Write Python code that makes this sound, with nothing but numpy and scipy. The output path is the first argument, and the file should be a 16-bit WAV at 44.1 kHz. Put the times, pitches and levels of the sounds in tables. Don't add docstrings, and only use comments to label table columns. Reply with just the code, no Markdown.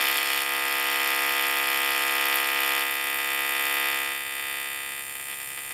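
import sys
import numpy as np
from scipy import signal
from scipy.fft import rfft, irfft, next_fast_len
from scipy.io import wavfile
from scipy.ndimage import uniform_filter1d

SR = 44100
rng = np.random.default_rng(int(sys.argv[2]) if len(sys.argv) > 2 else 0)


def boost(x):
    u = np.asarray(x, float) / 20
    return 10 ** u


def dump(signal):
    limited = np.clip(np.atleast_2d(signal).T, -1, 1)
    pcm = np.round(limited * 32767).astype(np.int16)
    wavfile.write(sys.argv[1], SR, pcm)


N = 252693
SIZE = next_fast_len(N + SR)
FIRING_HZ = 68.64116


def firings():
    creep_hz_per_s, first_s = .003665, .009
    count = np.arange(-1, int(N / SR * FIRING_HZ) + 2)
    rate = np.sqrt(FIRING_HZ ** 2 + 2 * creep_hz_per_s * count)
    return (rate - FIRING_HZ) / creep_hz_per_s + first_s


def thump(train, knee_hz, damping_hz, suction_ms):
    rise_hz, suction = 592, .455
    standing_width_hz = 90
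    # t/ms, level/dB
    echoes = [(0.663, 0.5), (2.149, 4.03), (2.91, -5.5), (3.814, 0.5), (4.197, -4.5), (5.072, -6.5),
              (5.372, -1.5), (6.148, 1.5), (6.686, -4), (7.805, -6.5), (8.684, 0), (11.706, 0),
              (12.558, -3), (14.149, -6.5)]
    # f/Hz, level/dB
    standing = [(412, -2), (471, 7.5), (549, 8), (602, -20), (675, 10.5), (765, -2), (892, 3), (1536, -15),
                (1613, 8), (2681, 9), (2986, 12), (3260, 15), (3586, 14), (3798, 1)]
    echo_paths = [(ms, boost(db)) for ms, db in echoes]
    modes = [(hz, standing_width_hz, db) for hz, db in standing]

    def response(s):
        expansion = s / (s + rise_hz) / (s * s + s * damping_hz + knee_hz ** 2)
        pulse = expansion * paths(s, [(0, 1), (suction_ms, -suction)])
        room = paths(s, echo_paths) * peaks(s, modes)
        return pulse * room * lead(s)

    return microphone(through(train, response))


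def crackle(times, spark_db, column, spectrum, burst_ms, spread_db, room_db, t60, wall_hz):
    # t/ms, low level/dB, high level/dB
    arrivals = np.array([(.25, -21, -3), (2.15, 6, 2), (3.9, 5, 5.5), (6.1, -1.5, -12), (7.8, -15, -27),
                         (8.7, -4, -28), (11.2, -7, -23), (11.8, 3, -5), (12.8, 6, -30)])
    age = np.arange(48)
    delays = arrivals[:, 0] / 1000
    at = ((times[:, None] + delays + 1 / FIRING_HZ) * SR).astype(int)
    scatter_db = spread_db * rng.standard_normal(at.shape)
    sizes = boost(arrivals[:, column] + spark_db[:, None] + scatter_db)

    envelope = age * np.exp(-age / (burst_ms * SR / 1000))
    shape = envelope * rng.standard_normal(at.shape + age.shape)
    shape /= np.linalg.norm(shape, axis=2, keepdims=True)
    bursts = np.zeros(SIZE)
    np.add.at(bursts, at[..., None] + age, sizes[..., None] * shape)

    tail_samples = SR // 2
    decay = boost(-60 * np.arange(tail_samples) / SR / t60)
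    tail = rng.standard_normal(tail_samples) * decay
    tail_response = boost(room_db) * rfft(tail / np.linalg.norm(tail), SIZE)

    def response(s):
        room = 1 + tail_response * wall_hz / (s + wall_hz)
        return at_hz(spectrum, s.imag) * room * lead(s)

    return through(bursts, response)


def stages(t):
    # t/s, low crackle level/dB and high crackle level/dB re thump, strength scatter/dB, shrinkage 0-1
    streamer = [
        (0, -0.5, -5, -1.3, 0.14),
        (.44, -4.5, -7.5, 0.4, 0),
        (2.85, -11.5, -7, -0.6, 0.6),
        (4.12, -21, -8, -0.7, 1),
        (5.03, -15.5, -4, -0.8, 0.82),
    ]
    half_turn_s = 0.032
    rows = np.array(streamer)
    share = np.clip((t[:, None] - rows[1:, 0]) / (2 * half_turn_s) + .5, 0, 1)
    return (rows[0, 1:] + share @ np.diff(rows[:, 1:], axis=0)).T


def extra_db(times, events):
    out = np.zeros(len(times))
    nearest = [np.argmin(abs(times - s)) for s, db in events]
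    out[nearest] = [db for s, db in events]
    return out


def see_saw(count):
    return np.diff(rng.standard_normal(count + 1)) / np.sqrt(2)


def tick(times):
    # f/Hz, width/Hz, level/dB
    coil_rings = [(8700, 3900, 4.5), (5380, 2300, -21.5), (7230, 940, 10), (11650, 4700, 7),
                  (14500, 2600, -2), (8570, 390, 4)]

    def response(s):
        body = s * s / (s * s + s * 6600 + 4700 ** 2) / (s * s + s * 9000 + 6500 ** 2)
        return body * peaks(s, coil_rings) * paths(s, tick_paths()) * lead(s)

    return through(clicks(times, np.ones(len(times))), response)


def tick_paths():
    # t/ms, level/dB
    tick_arrivals = [(.3, -11), (2.2, -4), (3.9, -5), (11.8, -15)]
    spread_ms, scatter_db = 0.735, -1.5
    clusters = [(ms + spread_ms * rng.random(), boost(db) * rng.normal())
                for ms, db in tick_arrivals for part in range(9)]
    period_ms = 1000 / FIRING_HZ
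    scatter = [(period_ms * rng.random(), boost(scatter_db) * rng.normal()) for path in range(30)]
    return clusters + scatter


def whine(times):
    hz, width_hz, level_db = 9200, 40, -45
    ring = lambda s: s / (s * s + s * width_hz + hz ** 2) * lead(s)
    return boost(level_db) * rms_one(through(clicks(times, np.ones(len(times))), ring))


def room_tone():
    # f/Hz, level/dB
    air_spectrum = [(25, -10.5), (70, -7), (120, -3.5), (200, -9), (400, -14.5), (1500, -12.5), (5500, -20),
                    (16000, -40)]
    # f/Hz, level/dB
    hum_lines = [(118.4, -73)]
    air_db, hum_trim_db = -54, -2.0
    t = np.arange(N) / SR
    air = rms_one(through(rng.standard_normal(N), lambda s: at_hz(air_spectrum, s.imag)))
    hum = sum(boost(db + hum_trim_db) * np.sin(2 * np.pi * hz * t) for hz, db in hum_lines)
    return boost(air_db) * air + hum


def microphone(x):
    # f/Hz, width/Hz, level/dB
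    housing = [(4040, 180, -10.5), (6220, 1040, -17), (7800, 370, -12.5), (10180, 250, -14)]

    def response(s):
        first_bass_cut = (s * s / (s * s + s * 130 + 262 ** 2)) ** 2
        second_bass_cut = s * s / (s * s + s * 300 + 240 ** 2)
        return first_bass_cut * second_bass_cut * peaks(s, housing)

    return rms_one(through(x, response))


def clicks(times, sizes):
    at = (times + 1 / FIRING_HZ) * SR
    taps = np.floor(at)[:, None] + np.arange(-16, 17)
    offset = taps - at[:, None]
    window = np.cos(np.pi * offset / 34) ** 2
    out = np.zeros(SIZE)
    np.add.at(out, taps.astype(int), sizes[:, None] * np.sinc(offset) * window)
    return out


def lead(s):
    return np.exp(2 * np.pi * s / FIRING_HZ)


def paths(s, table):
    return sum(gain * np.exp(-2 * np.pi * s * ms / 1000) for ms, gain in table)


def peak(s, hz, width_hz, db):
    above = s * s + s * width_hz * boost(db / 2) + hz * hz
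    below = s * s + s * width_hz / boost(db / 2) + hz * hz
    return above / below


def peaks(s, table):
    return np.prod([peak(s, *row) for row in table], axis=0)


def at_hz(points, hz):
    table = np.array(points)
    return boost(np.interp(np.log(hz), np.log(table[:, 0]), table[:, 1]))


def through(x, response):
    hz = np.arange(SIZE // 2 + 1) * SR / SIZE + 1e-3
    return irfft(rfft(x, SIZE) * response(1j * hz), SIZE)[:N]


def rms_one(x):
    return x / np.sqrt(np.mean(x ** 2) + 1e-20)


def scene():
    # t/s, level/dB
    drive = [(0, -25.5), (.2, -28), (.42, -28), (.45, -29.5), (.53, -27.5), (.56, -27.5), (1.2, -26),
             (1.75, -26.5), (2.38, -25.5), (2.45, -27), (2.73, -26), (2.97, -29), (3.86, -26),
             (4.12, -30.5), (4.23, -34), (4.51, -32), (5.0, -36.5)]
    # t/s, level/dB
    idle = (5.05, -40)
    # t/s, extra level/dB
    snaps = [(.169, 6.7), (.33, 5.4), (.417, 3.5), (.985, 4.1), (2.34, 4.9), (2.354, 5.8), (2.66, 3.5),
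             (3.039, 4.1)]
    # t/s, extra level/dB
    sputters = [(5.093, 2.8), (5.151, 2), (5.195, 2.6), (5.282, 2.8), (5.297, 2.8), (5.311, 3),
                (5.326, 3.4), (5.399, 3), (5.413, 1.3), (5.501, 1.7), (5.573, 3.7), (5.588, 2),
                (5.646, 1.5), (5.704, 3.8)]
    # f/Hz, width/Hz, level/dB
    short_edge = (4680, 840, 10.2)
    # f/Hz, level/dB
    low_spectrum = [(200, -46), (800, -15), (1400, -10.5), (2200, 2.5), (3400, 3), (4700, -1.5), (6500, -2),
                    (9000, -17)]
    high_spectrum = [(3000, -38), (5500, -6), (7500, -2), (9500, -6), (12500, 0.5), (14000, -2),
                     (15700, -12)]

    times, t = firings(), np.arange(N) / SR
    thump_db = np.interp(t, *np.vstack([drive, idle]).T)
    low_db, high_db, _, shrunk = stages(t)
    scatter_db = stages(times)[2] * see_saw(len(times))
    catch_db, snap_db = extra_db(times, sputters), extra_db(times, snaps)

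    train = clicks(times, boost(scatter_db + 1.27 * catch_db))
    long_push = thump(train, knee_hz=2100, damping_hz=1186, suction_ms=.274)
    short_push = thump(train, knee_hz=2000, damping_hz=716, suction_ms=.162)
    short_push = through(short_push, lambda s: peak(s, *short_edge))
    shrunk = np.clip(shrunk, 0, 1)
    push = (1 - shrunk) * long_push + shrunk * short_push

    restless_db = 4.1 * catch_db + .15 * snap_db + 0.69 * see_saw(len(times))
    low = crackle(times, restless_db, column=1, spectrum=low_spectrum, burst_ms=0.09,
                  spread_db=1.1, room_db=0.0, t60=0.28, wall_hz=8150)
    flicker_db = 0.7 * snap_db + 0.66 * catch_db + 1.3 * see_saw(len(times))
    high = crackle(times, flicker_db, column=2, spectrum=high_spectrum, burst_ms=0.094,
                   spread_db=0.4, room_db=0.5, t60=0.35, wall_hz=8650)
    streamer_noise = boost(low_db) * microphone(low) + boost(high_db) * microphone(high)
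    spark = boost(thump_db) * (push + streamer_noise)

    lift = boost(-0.16 * (uniform_filter1d(thump_db, size=SR // 2) + 45))
    tick_db = -38.5
    background = boost(tick_db) * microphone(tick(times)) + whine(times) + room_tone()
    return (spark + lift * background)[None]


def band_limit(x):
    return signal.sosfilt(signal.butter(12, 15780, fs=SR, output="sos"), x)


def record(dry):
    top = signal.cheby2(16, 60, 16200, fs=SR, output="sos")
    mix = signal.sosfilt(top, dry)
    return band_limit(mix)


dry = scene()
out = record(dry)
dump(out)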